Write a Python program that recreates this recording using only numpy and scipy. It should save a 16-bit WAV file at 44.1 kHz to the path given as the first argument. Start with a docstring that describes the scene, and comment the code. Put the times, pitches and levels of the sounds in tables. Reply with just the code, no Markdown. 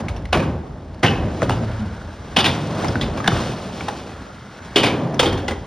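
"""Skateboard wheels roll close by over hollow steel-faced ramps and concrete in an open skatepark.
Filtered noise and random contacts make their rumble, drone, roar and hiss; wavering tones make them sing.
The deck hums briefly. Wheels, trucks and tail strike edges: each blow is a rattling burst through resonances,
with short dying tones for firm knocks and longer ones for a rail. Blows, knocks and rail echo off the park.
"""
import sys
import numpy as np
from scipy import signal
from scipy.fft import rfft, irfft, next_fast_len
from scipy.io import wavfile

SR = 44100
rng = np.random.default_rng(int(sys.argv[2]) if len(sys.argv) > 2 else 0)


def int16_out(signal):
    """Quantize to a 16-bit WAV file."""
    q = np.round(np.clip(np.atleast_2d(signal).T, -1, 1) * 32767)
    wavfile.write(sys.argv[1], SR, q.astype(np.int16))


N = 249606
TIME = np.arange(N) / SR   # s

# How hard the wheels work the surface
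# [t/s, ground shake level/dB, load on the hollow ramps level/dB, grip of the wheels level/dB]
ROLLING_LEVELS = [ (0.0, -22, -28, -50), (0.32, -26.5, -39.5, -55), (0.5, -26, -25.5, -59),
                  (0.66, -34.5, -36.5, -56.5), (1.03, -36, -39.5, -58), (1.2, -25, -26, -54),
                  (1.35, -28.5, -31, -44.5), (1.62, -34, -29, -45.5), (1.9, -30.5, -36.5, -49.5),
                  (2.15, -34.5, -39.5, -50.5), (2.34, -35.5, -38, -47), (2.54, -58, -25, -36),
                  (2.63, -41, -28, -41), (2.85, -37, -23, -37), (3.02, -28, -28, -43.5),
                  (3.25, -38, -28.5, -42.5), (3.36, -29.5, -24, -31), (3.6, -43, -31.5, -41.5),
                  (3.9, -43, -32.5, -41), (4.3, -42.5, -41.5, -51), (4.55, -49, -42, -48),
                  (4.74, -38, -39.5, -46), (4.93, -52, -23, -48), (5.35, -28.5, -28, -52),
                  (5.66, -31.5, -38.5, -51)]
# Tone colour of each rolling sound, loudness per Hz of pitch range [f/Hz, level/dB per Hz]
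SHAKE_COLOUR = [(15, -37.5), (36, -14), (50, 5), (63, -2.5), (82, 8.5), (120, -10), (300, -100)]
RUMBLE_COLOUR = [(25, -81), (65, -28), (100, -1), (160, 0), (220, -1.5), (300, -8.5), (420, -16.5),
                 (600, -39.5), (1500, -100)]
DRONE_COLOUR = [(100, -68.5), (230, -7), (320, 0.5), (450, -1.5), (620, 0), (850, -5), (1100, -10.5),
                (1600, -49.5), (4000, -100)]
ROAR_COLOUR = [(300, -78.5), (800, -5.5), (1150, -0.5), (1480, -3), (1750, -5.5), (2150, -10.5),
               (2400, -18), (5000, -96.5)]
GRIT_COLOUR = [(400, -56.5), (1200, -32.5), (2000, -2), (2600, 3.5), (3400, 2.5), (4500, -1), (5800, -2.5),
               (7200, -9), (9000, -6), (11300, -14), (13400, -25), (15200, -21)]
DRONE_DB, DRONE_FOLLOWS_GRIP = -1, 0.12   # dB, share: the deck drone mostly follows the load
ROAR_DB, ROAR_FOLLOWS_GRIP = -5, 0.38   # dB, share: the wheel roar follows the load more than the grip

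# When the wheels are on flat concrete [start t/s, end t/s]
CONCRETE_SPANS = [(1.5, 2.36), (3.9, 4.76)]
CONCRETE_ROAR_DB, CONCRETE_GROWS_S = 1.5, 0.28   # the roar swells after the wheels reach it

# Tones the wheels sing on concrete [f/Hz, width f/Hz, level/dB]
WHEEL_TONES = [(860, 70, -5), (1160, 90, -4), (1400, 130, 2), (1620, 160, 0), (2030, 240, -5)]
# The singing swells and climbs before each ramp [t/s, pitch as a multiple, level/dB]
SINGING_COURSE = [(1.6, 1.0, 0.5), (1.9, 1.02, 1.5), (2.15, 1.03, 1.5), (2.36, 1.03, 2.5), (4.1, .97, -2),
                  (4.4, 1.0, 2), (4.55, 1.04, 3), (4.75, 1.09, 5)]
WHEEL_SING_DB = -5.0   # against the roar
SING_WANDERS, SING_SWELLS_DB = 0.02, 2.5   # typical wander as a share of the pitch; swell of each tone

# The deck hums on its bending mode after leaving the ramp
# [t/s, pitch f/Hz, first partial level/dB, second partial level/dB]
DECK_HUM = [(1.48, 119.1, -44, -39), (1.5, 123.2, -25, -35), (1.55, 119.5, -31, -42),
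            (1.634, 111.1, -23.5, -23), (1.738, 110.9, -26.5, -56), (1.798, 114.2, -28.5, -34),
            (1.872, 98.7, -31.5, -54), (1.95, 117, -39, -33.5)]

# Blows on ramp lips, coping and rail; t60 is the time to fall by 60 dB
# [t/s, knock on the deck level/dB, clank of steel level/dB, weight on the ramp level/dB,
#  rattle t60/s, ring f/Hz, ring level/dB]
BLOW_LIST = [ (0.003, -33, -38.5, -21.5, 0.058, 1100, -45), (0.085, -32, -31, -48, 0.083, 2240, -61),
             (0.164, -39, -37, -37, 0.077, 5700, -42.5), (0.255, -31, -33, -36, 0.022, 1960, -29.5),
             (0.329, -9.5, -23, -16.5, 0.066, 2620, -13), (0.346, -22.5, -35.5, -15, 0.3, 2340, -33.5),
             (0.372, -25, -34, -21, 0.064, 2800, -33), (0.402, -32, -41, -23, 0.075, 2400, -37),
             (0.432, -29.5, -45, -26, 0.068, 1590, -38), (0.945, -40, -44, -43, 0.02, 4500, -48),
             (0.995, -41, -44, -42, 0.03, 4530, -47), (1.032, -11, -24.5, -11, 0.11, 2120, -15.5),
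             (1.048, -24, -32, -11, 0.064, 1880, -19.5), (1.06, -26, -44, -31, 0.12, 2790, -16),
             (1.08, -27.5, -54, -19, 0.51, 2550, -31), (1.42, -18.5, -34, -10, 0.021, 1600, -45),
             (1.429, -27.5, -32, -18.5, 0.13, 2940, -48), (1.496, -12.5, -16.5, -8, 0.019, 1415, -19.5),
             (1.505, -25.5, -33, -17, 0.18, 2720, -35), (1.715, -43, -54, -36, 0.069, 2930, -41),
             (1.795, -45, -46, -43, 0.08, 2970, -44), (2.365, -14, -15, -11.5, 0.13, 2940, -12.5),
             (2.388, -18, -18, -37.5, 0.17, 3220, -31), (2.405, -20, -29, -28, 0.057, 3400, -14),
             (2.443, -22.5, -17.5, -24, 0.18, 2750, -24), (2.458, -18.5, -19, -16.5, 0.18, 3380, -19.5),
             (2.845, -20, -34.5, -31, 0.048, 2080, -36), (2.883, -26.5, -26.5, -13, 0.044, 5060, -26),
             (2.956, -24, -45, -12, 0.028, 2180, -34), (3.012, -30, -23.5, -20.5, 0.16, 3450, -29),
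             (3.175, -25.5, -33, -22.5, 0.079, 2360, -36), (3.203, -35, -45, -24, 0.035, 2000, -37),
             (3.244, -19.5, -46, -27, 0.036, 1690, -34), (3.261, -24, -41, -40, 0.066, 1600, -29),
             (3.277, -9.5, -15, -14.5, 0.043, 2970, -16), (3.316, -37, -37, -15.5, 0.1, 1160, -27),
             (3.811, -25.5, -33, -23, 0.036, 2130, -35), (3.884, -17.5, -27, -28, 0.042, 1600, -23),
             (4.76, -17.5, -12.5, -16.5, 0.22, 2940, -18.5), (4.833, -18.5, -20, -16.5, 0.27, 2380, -19.5),
             (4.867, -42, -17.5, -28, 0.07, 2820, -40), (5.144, -28, -32, -18, 0.023, 5700, -32),
             (5.195, -13.5, -9, -23, 0.1, 3170, -23), (5.229, -20, -20.5, -24, 0.17, 2340, -46),
             (5.258, -25.5, -28, -21, 0.21, 3200, -25.5), (5.326, -23.5, -38, -26, 0.14, 1420, -31),
             (5.377, -32.5, -39.5, -24.5, 0.2, 1580, -36), (5.482, -22, -21.5, -24, 0.077, 1470, -24.5),
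             (5.508, -25, -34, -25.5, 0.11, 2000, -40)]
# Dense steel modes, then the sizzle above them [f/Hz, level/dB per Hz]
STEEL_COLOUR = [(300, -69), (1200, -17.5), (1900, 3), (2700, 3), (3400, 2), (4200, -5.5), (5200, -5),
                (7000, -31.5), (12000, -57)]
SIZZLE_COLOUR = [(1500, -65), (4300, -15), (5800, 9), (7200, 6.5), (9500, 10.5), (11500, -26),
                 (13400, -3.5), (15200, -1.5)]
# Resonances of the deck, the ramp panels and the hollow ramp box [f/Hz, width f/Hz, level/dB]
DECK_MODES = [(681, 210, -1), (817, 131, 4.5), (1062, 406, 4), (1236, 695, 3), (1672, 595, -2)]
PANEL_MODES = [(262, 81, 1), (346.5, 78, 4.5), (393, 78, 3), (542, 78, 2.5), (567, 207, -4.5)]
BOX_MODES = [(49.6, 13, -11.5), (87.4, 12.2, 4.5), (119, 49, 1.5), (156, 42, 0), (220.2, 24, -2.5)]
BODY_OUTLASTS = 2.3   # the panels shake this many times longer than the loose parts rattle
BOOM_DB, THUMP_DB, SIZZLE_DB = -1.5, -3.5, -6.5   # each part against what drives it
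SIZZLE_FOLLOWS_KNOCK, THUMP_FOLLOWS_KNOCK = 0.52, 0.16   # shares
RING_WIDTH = 0.085   # share of the ring pitch
# The last ramp sounds by its panels more than its box
LAST_RAMP_S, LAST_RAMP_BOOM_DB, LAST_RAMP_THUMP_DB = 4.7, -5, 5

# Firm dry knocks where wheels, trucks or tail meet an edge squarely
# [t/s, starting level/dB, f/Hz, t60/s]
KNOCK_LIST = [ (0.084, -20, 2240, .02), (0.2555, -26, 1930, .015), (0.330, -10, 525, .03),
              (0.330, -11, 1015, .025), (0.331, -11, 1465, .02), (0.343, -12, 1160, .03),
              (0.345, -17, 2360, .03), (0.356, -9, 350, .05), (0.358, -15, 970, .025),
              (0.371, -11, 645, .04), (0.373, -19, 1240, .03), (0.401, -14, 540, .04),
              (0.431, -20, 1190, .03), (1.0335, -5, 480, .025), (1.0418, -13, 3020, .03),
              (1.0635, -14, 2950, .04), (1.0827, -14, 2990, .04), (1.096, -19, 2850, .03),
              (1.112, -21, 2900, .025), (1.4203, -9, 1300, .01), (1.4203, -13, 1800, .012),
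              (1.429, -14, 1500, .015), (1.4215, -7, 560, .016), (1.4275, -5, 620, .025),
              (1.4335, -7, 450, .016), (1.496, -7, 1500, .008), (1.4965, -8, 720, .014),
              (1.488, -11, 160, .06), (1.503, -8, 170, .06), (1.5075, -10, 880, .016),
              (1.516, -25, 2950, .07), (2.3665, -9, 850, .02), (2.368, -9, 2550, .03),
              (2.37, -10, 3300, .03), (2.4445, -13, 2700, .02), (2.4445, -14, 4300, .012),
              (2.956, -11, 1520, .022), (2.9575, -17, 850, .015), (3.013, -14, 3450, .02),
              (3.2425, -21, 1700, .04), (3.261, -20, 1680, .035), (3.277, -5, 3500, .018),
              (3.2795, -4, 1630, .02), (3.2805, -6, 700, .016), (3.283, -10, 190, .06),
              (3.319, -12, 1250, .016), (3.2035, -16, 1220, .022), (3.808, -21, 1500, .015),
              (3.808, -19, 2250, .012), (3.883, -16, 1250, .01), (3.883, -17, 650, .015),
              (4.7605, -7, 390, .06), (4.7605, -8, 3450, .03), (4.775, -10, 360, .05),
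              (4.787, -11, 330, .04), (4.805, -12, 360, .05), (4.887, -10, 330, .04),
              (5.1945, -7, 1370, .035), (5.195, -11, 2880, .03), (5.197, -5, 500, .045),
              (5.229, -9, 490, .045), (5.26, -10, 330, .05), (5.483, -16, 2020, .035),
              (5.486, -21, 1050, .04), (5.52, -25, 2020, .05)]

# Ringing modes of the rail tube [f/Hz, level/dB, t60/s]
RAIL_MODES = [(495, -1, .3), (800, -1, .25), (1141, -8, .2), (2024, -10, .15), (3195, -7, .45),
              (3272, -20, 1.5)]
# Strikes on the rail [t/s, level/dB]
RAIL_STRIKES = [(5.195, -25), (5.257, -29), (5.33, -33), (5.483, -36)]

# Phase gap between left and right by frequency [f/Hz, left leads by/radians]
STEREO_PHASE = [(100, 0.0), (2150, 0.15), (2760, 0.8), (3620, 0.1), (5000, 0.1), (6290, 1.5), (7240, 2.0),
                (8700, 2.5), (9300, 3.0), (9910, 3.14), (13700, 3.14), (14300, 3.5), (15200, 3.9),
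                (16500, 4.4)]
# Scattered sound that differs between left and right [f/Hz, level/dB]
STEREO_SCATTER = [(60, -55.5), (140, -55.5), (300, -18), (700, -10.5), (2000, -18), (4200, -51.5),
                  (6500, -7), (10000, -37), (13300, -29), (15000, -17.5)]
CUTOFF_HZ = 15750


def amp(db):
    """Turn decibels into a multiplier for the waveform."""
    return 10 ** (np.asarray(db) / 20)


def rms_one(x):
    """Scale a sound to an average strength (rms) of 1."""
    return x / np.sqrt(np.mean(x ** 2) + 1e-20)


def blend(a_db, b_db, share):
    """Mix two levels: follow b by the share and a by the rest."""
    return a_db + np.clip(share, 0, 1) * (b_db - a_db)


def at_hz(points, hz):
    """Read a spectrum between its points on a log-frequency axis."""
    points = np.array(points)
    return np.interp(np.log(hz + 1), np.log(points[:, 0]), points[:, 1])


def drift(rate):
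    """Wander slowly by chance with spread 1, turning about rate times a second."""
    steps = rng.standard_normal(4000)
    # 1.22 makes up for the spread lost between the steps
    return np.interp(2 * rate * TIME, np.arange(len(steps)), 1.22 * steps)


def coloured(x, spectrum):
    """Filter x to a spectrum with no sound ahead of its cause (minimum phase); white noise keeps its rms."""
    level_db = at_hz(spectrum, np.linspace(0, SR / 2, 4097))
    cepstrum = irfft(np.log(amp(level_db)))
    cepstrum[1:4096] *= 2   # folds the response forward in time
    pulse = irfft(np.exp(rfft(cepstrum[:4097], 8192)))
    pulse = pulse / np.sqrt(np.sum(pulse ** 2))
    return signal.fftconvolve(x, pulse)[:len(x)]


def resonances(x, modes):
    """Ring side-by-side resonances with alternating signs; white noise keeps its rms."""
    probe = np.zeros(4096)
    probe[0] = 1   # a single click shows the filter's overall gain
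    out, pulse = 0, 0
    for k, (hz, width, level_db) in enumerate(modes):
        r = np.exp(-np.pi * max(width, 5) / SR)   # a narrower resonance rings longer
        b = (-1) ** k * amp(level_db) * (1 - r * r) / 2 * np.array([1, 0, -1])
        a = [1, -2 * r * np.cos(2 * np.pi * hz / SR), r * r]
        out = out + signal.lfilter(b, a, x + 1e-18)
        pulse = pulse + signal.lfilter(b, a, probe)
    return out / np.sqrt(np.sum(pulse ** 2))


def grains(per_s, spread_db):
    """Make random tiny contacts of uneven size and either sign, with rms 1."""
    sizes = amp(spread_db * np.minimum(rng.exponential(1, N), 4))
    sizes = sizes * rng.choice([-1, 1], N)
    return rms_one(sizes * (rng.random(N) < per_s / SR))


def rolling():
    """Surface roughness shakes ground, ramp box, deck and wheel urethane; bumps make the sound flicker."""
    s, *levels = np.transpose(ROLLING_LEVELS)
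    shake_db, rumble_db, grit_db = [np.interp(TIME, s, level) for level in levels]
    drone_db = DRONE_DB + blend(rumble_db, grit_db, DRONE_FOLLOWS_GRIP)
    roar_db = ROAR_DB + blend(rumble_db, grit_db, ROAR_FOLLOWS_GRIP)

    # 0 off the concrete, growing to 1 on it
    solid = np.zeros(N)
    for start, end in CONCRETE_SPANS:
        solid += np.clip((TIME - start) / CONCRETE_GROWS_S, 0, 1) * (TIME < end)
    roar_db = roar_db + CONCRETE_ROAR_DB * solid

    bumps = drift(18)   # shared by all the layers but the ground shake and the singing
    shake_gain = amp(shake_db + 0.88 * drift(13))
    shake = shake_gain * coloured(rng.standard_normal(N), SHAKE_COLOUR)
    rumble_gain = amp(rumble_db + 0.26 * bumps + 1.57 * drift(25))
    rumble = rumble_gain * coloured(rng.standard_normal(N), RUMBLE_COLOUR)
    drone_gain = amp(drone_db + 0.36 * bumps + 0.66 * drift(40))
    drone = drone_gain * coloured(grains(4000, spread_db=3.5), DRONE_COLOUR)
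    roar_gain = amp(roar_db + 0.28 * bumps + 0.84 * drift(50))
    roar = roar_gain * coloured(grains(2500, spread_db=1.5), ROAR_COLOUR)
    grit_gain = amp(grit_db + 0.7 * bumps + 0.8 * drift(60))
    grit = grit_gain * coloured(grains(9000, spread_db=1.5), GRIT_COLOUR)
    sing = solid * amp(roar_db + WHEEL_SING_DB) * wheel_sing()
    return shake + rumble + drone + roar + grit + sing


def wheel_sing():
    """Tread and bearings give rough narrow tones that wander in pitch and swell one by one."""
    s, pitch, swell_db = np.transpose(SINGING_COURSE)
    out = 0
    for hz, width, level_db in WHEEL_TONES:
        wandering_pitch = np.interp(TIME, s, pitch) + SING_WANDERS * drift(2)
        turn = 2 * np.pi * hz * np.cumsum(wandering_pitch) / SR
        swell = amp(level_db + SING_SWELLS_DB * drift(2.5))
        out = out + swell * drift(width) * np.sin(turn)   # the fast drift roughens the tone
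    return out * amp(np.interp(TIME, s, swell_db))


def hum():
    """The deck bends to and fro: two wavering partials, one at twice the pitch, fade in and out."""
    s, hz, first_db, second_db = np.transpose(DECK_HUM)
    turn = 2 * np.pi * np.cumsum(np.interp(TIME, s, hz)) / SR
    gate = np.clip(np.minimum(TIME - s[0], s[-1] - TIME) / 0.04, 0, 1)   # 0.04 s fades
    first_gain = amp(np.interp(TIME, s, first_db) + 2.0 * drift(12))
    first = first_gain * np.sin(turn + 0.5 * drift(10))
    second_gain = amp(np.interp(TIME, s, second_db) + 9.8 * drift(6.0))
    second = second_gain * np.sin(2 * turn + 0.82 * drift(22.0))
    return np.sqrt(2) * gate * (first + second)


def shaking(levels_db, t60s, rise_s):
    """Follow the strength of shaking: each blow rises quickly and dies away; energies add."""
    power = np.zeros(N)
    for (s, *_), level_db, t60 in zip(BLOW_LIST, levels_db, t60s):
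        i = max(round((s - rise_s) * SR), 0)
        t = np.arange(min(N - i, SR)) / SR
        rise = np.minimum(t / rise_s, 1)
        power[i:i + SR] += (amp(level_db - 60 * t / max(t60, 0.01)) * rise) ** 2
    return np.sqrt(power)


def blows():
    """Loose wheels, washers and sheet rattle on after a blow and feed steel, deck, panels and ramp box."""
    s, knock_db, clank_db, weight_db, rattle_t60, ring_hz, ring_db = np.transpose(BLOW_LIST)
    last_ramp = s > LAST_RAMP_S
    body_t60 = BODY_OUTLASTS * rattle_t60
    deck_t60 = np.sqrt(np.abs(rattle_t60 * body_t60))   # between the rattle and the panels
    boom_db = BOOM_DB + weight_db + LAST_RAMP_BOOM_DB * last_ramp
    thump_db = THUMP_DB + blend(weight_db, knock_db, THUMP_FOLLOWS_KNOCK)
    thump_db = thump_db + LAST_RAMP_THUMP_DB * last_ramp
    sizzle_db = SIZZLE_DB + blend(clank_db, knock_db, SIZZLE_FOLLOWS_KNOCK)

    rattle = grains(12000, spread_db=0.5) * amp(0.89 * drift(150))
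    knocks = grains(3000, spread_db=1.5)
    first = np.round(s * SR).astype(int)
    rattle[first], knocks[first] = amp(-10.0), amp(9.5)   # the first contact is one set click

    out = coloured(rattle * shaking(clank_db, rattle_t60, 0.0025), STEEL_COLOUR)
    out += coloured(rattle * shaking(sizzle_db, 0.98 * rattle_t60, 0.00098), SIZZLE_COLOUR)
    out += resonances(rattle * shaking(knock_db, deck_t60, 0.0042), DECK_MODES)
    out += resonances(knocks * shaking(thump_db, body_t60, 0.0071), PANEL_MODES)
    out += resonances(rng.standard_normal(N) * shaking(boom_db, 1.08 * body_t60, 0.0041), BOX_MODES)

    # The part struck rings at its own pitch
    t = np.arange(SR // 4) / SR
    for at, t60, hz, level_db in zip(first, rattle_t60, ring_hz, ring_db):
        fade = amp(level_db - 60 * t / max(t60, 0.01))[:N - at]
        drive = rattle[at:at + len(t)] * fade
        out[at:at + len(t)] += resonances(drive, [(hz, RING_WIDTH * hz, 0)])
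    return out


def firm_knocks():
    """The part struck gives a short dying tone, damped at once by the rider's weight."""
    out, t = np.zeros(N + SR), np.arange(SR // 10) / SR
    for s, level_db, hz, t60 in KNOCK_LIST:
        at = round(s * SR)
        pitch = hz * rng.normal(1, 0.015)
        out[at:at + len(t)] += amp(level_db - 60 * t / t60) * np.sin(2 * np.pi * pitch * t)
    return out[:N]


def rail():
    """The truck strikes the rail; its tube modes ring on, roughened as the board rubs along it."""
    out = np.zeros(N)
    for hz, level_db, t60 in RAIL_MODES:
        waver, slip = amp(3.0 * drift(30)), 0.6 * drift(35)
        for s, hit_db in RAIL_STRIKES:
            t = np.maximum(TIME - s, 0)
            start_db = hit_db + level_db + rng.normal(0, 1)
            ring = np.sin(2 * np.pi * hz * t + slip)
            out += (t > 0) * waver * amp(start_db - 60 * t / t60) * ring
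    return out


def park(x):
    """Ramps, fences and a shed wall return dull scattered echoes, made by a fading noise tail."""
    t = np.arange(SR // 2) / SR
    tail = rng.standard_normal(len(t)) * amp(-60 * t / 0.54) * (t > 0.012)
    tail = signal.lfilter([1], [1, -0.6], tail)   # dulls the treble
    return signal.fftconvolve(x, tail / np.sqrt(np.sum(tail ** 2)))[:N]


def scene():
    """All sources are spread to left and right by a phase gap and an unlike scattered share."""
    struck = blows() + firm_knocks() + rail()
    sound = rolling() + hum() + struck + amp(-16.0) * park(struck)

    size = next_fast_len(N + 4096)
    hz = np.arange(size // 2 + 1) * SR / size
    phase = np.array(STEREO_PHASE)
    half_gap = np.exp(1j * np.interp(hz, phase[:, 0], phase[:, 1]) / 2)
    whole = rfft(sound, size)

    t = np.arange(3000) / SR
    scatter = rng.standard_normal(len(t)) * amp(-60 * t / 0.11)
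    scatter = scatter / np.sqrt(np.sum(scatter ** 2))
    unlike = rfft(scatter, size) * amp(at_hz(STEREO_SCATTER, hz))
    scattered = irfft(whole * unlike, size)[:N] * drift(12)   # wanders in strength and sign

    left_right = irfft([whole * half_gap, whole / half_gap], size)[:, :N]
    return left_right + scattered * [[1], [-1]]   # opposite signs left and right


def record(dry):
    """Cut the lowest bass, round the peaks, then cut the top."""
    bass_cut = signal.butter(2, 30, "high", fs=SR, output="sos")
    top_cut = signal.cheby1(10, 0.5, CUTOFF_HZ, fs=SR, output="sos")
    rounded = 1.2 * np.tanh(signal.sosfilt(bass_cut, dry) / 1.2)
    return signal.sosfilt(top_cut, rounded)


dry = scene()
out = record(dry)
int16_out(out)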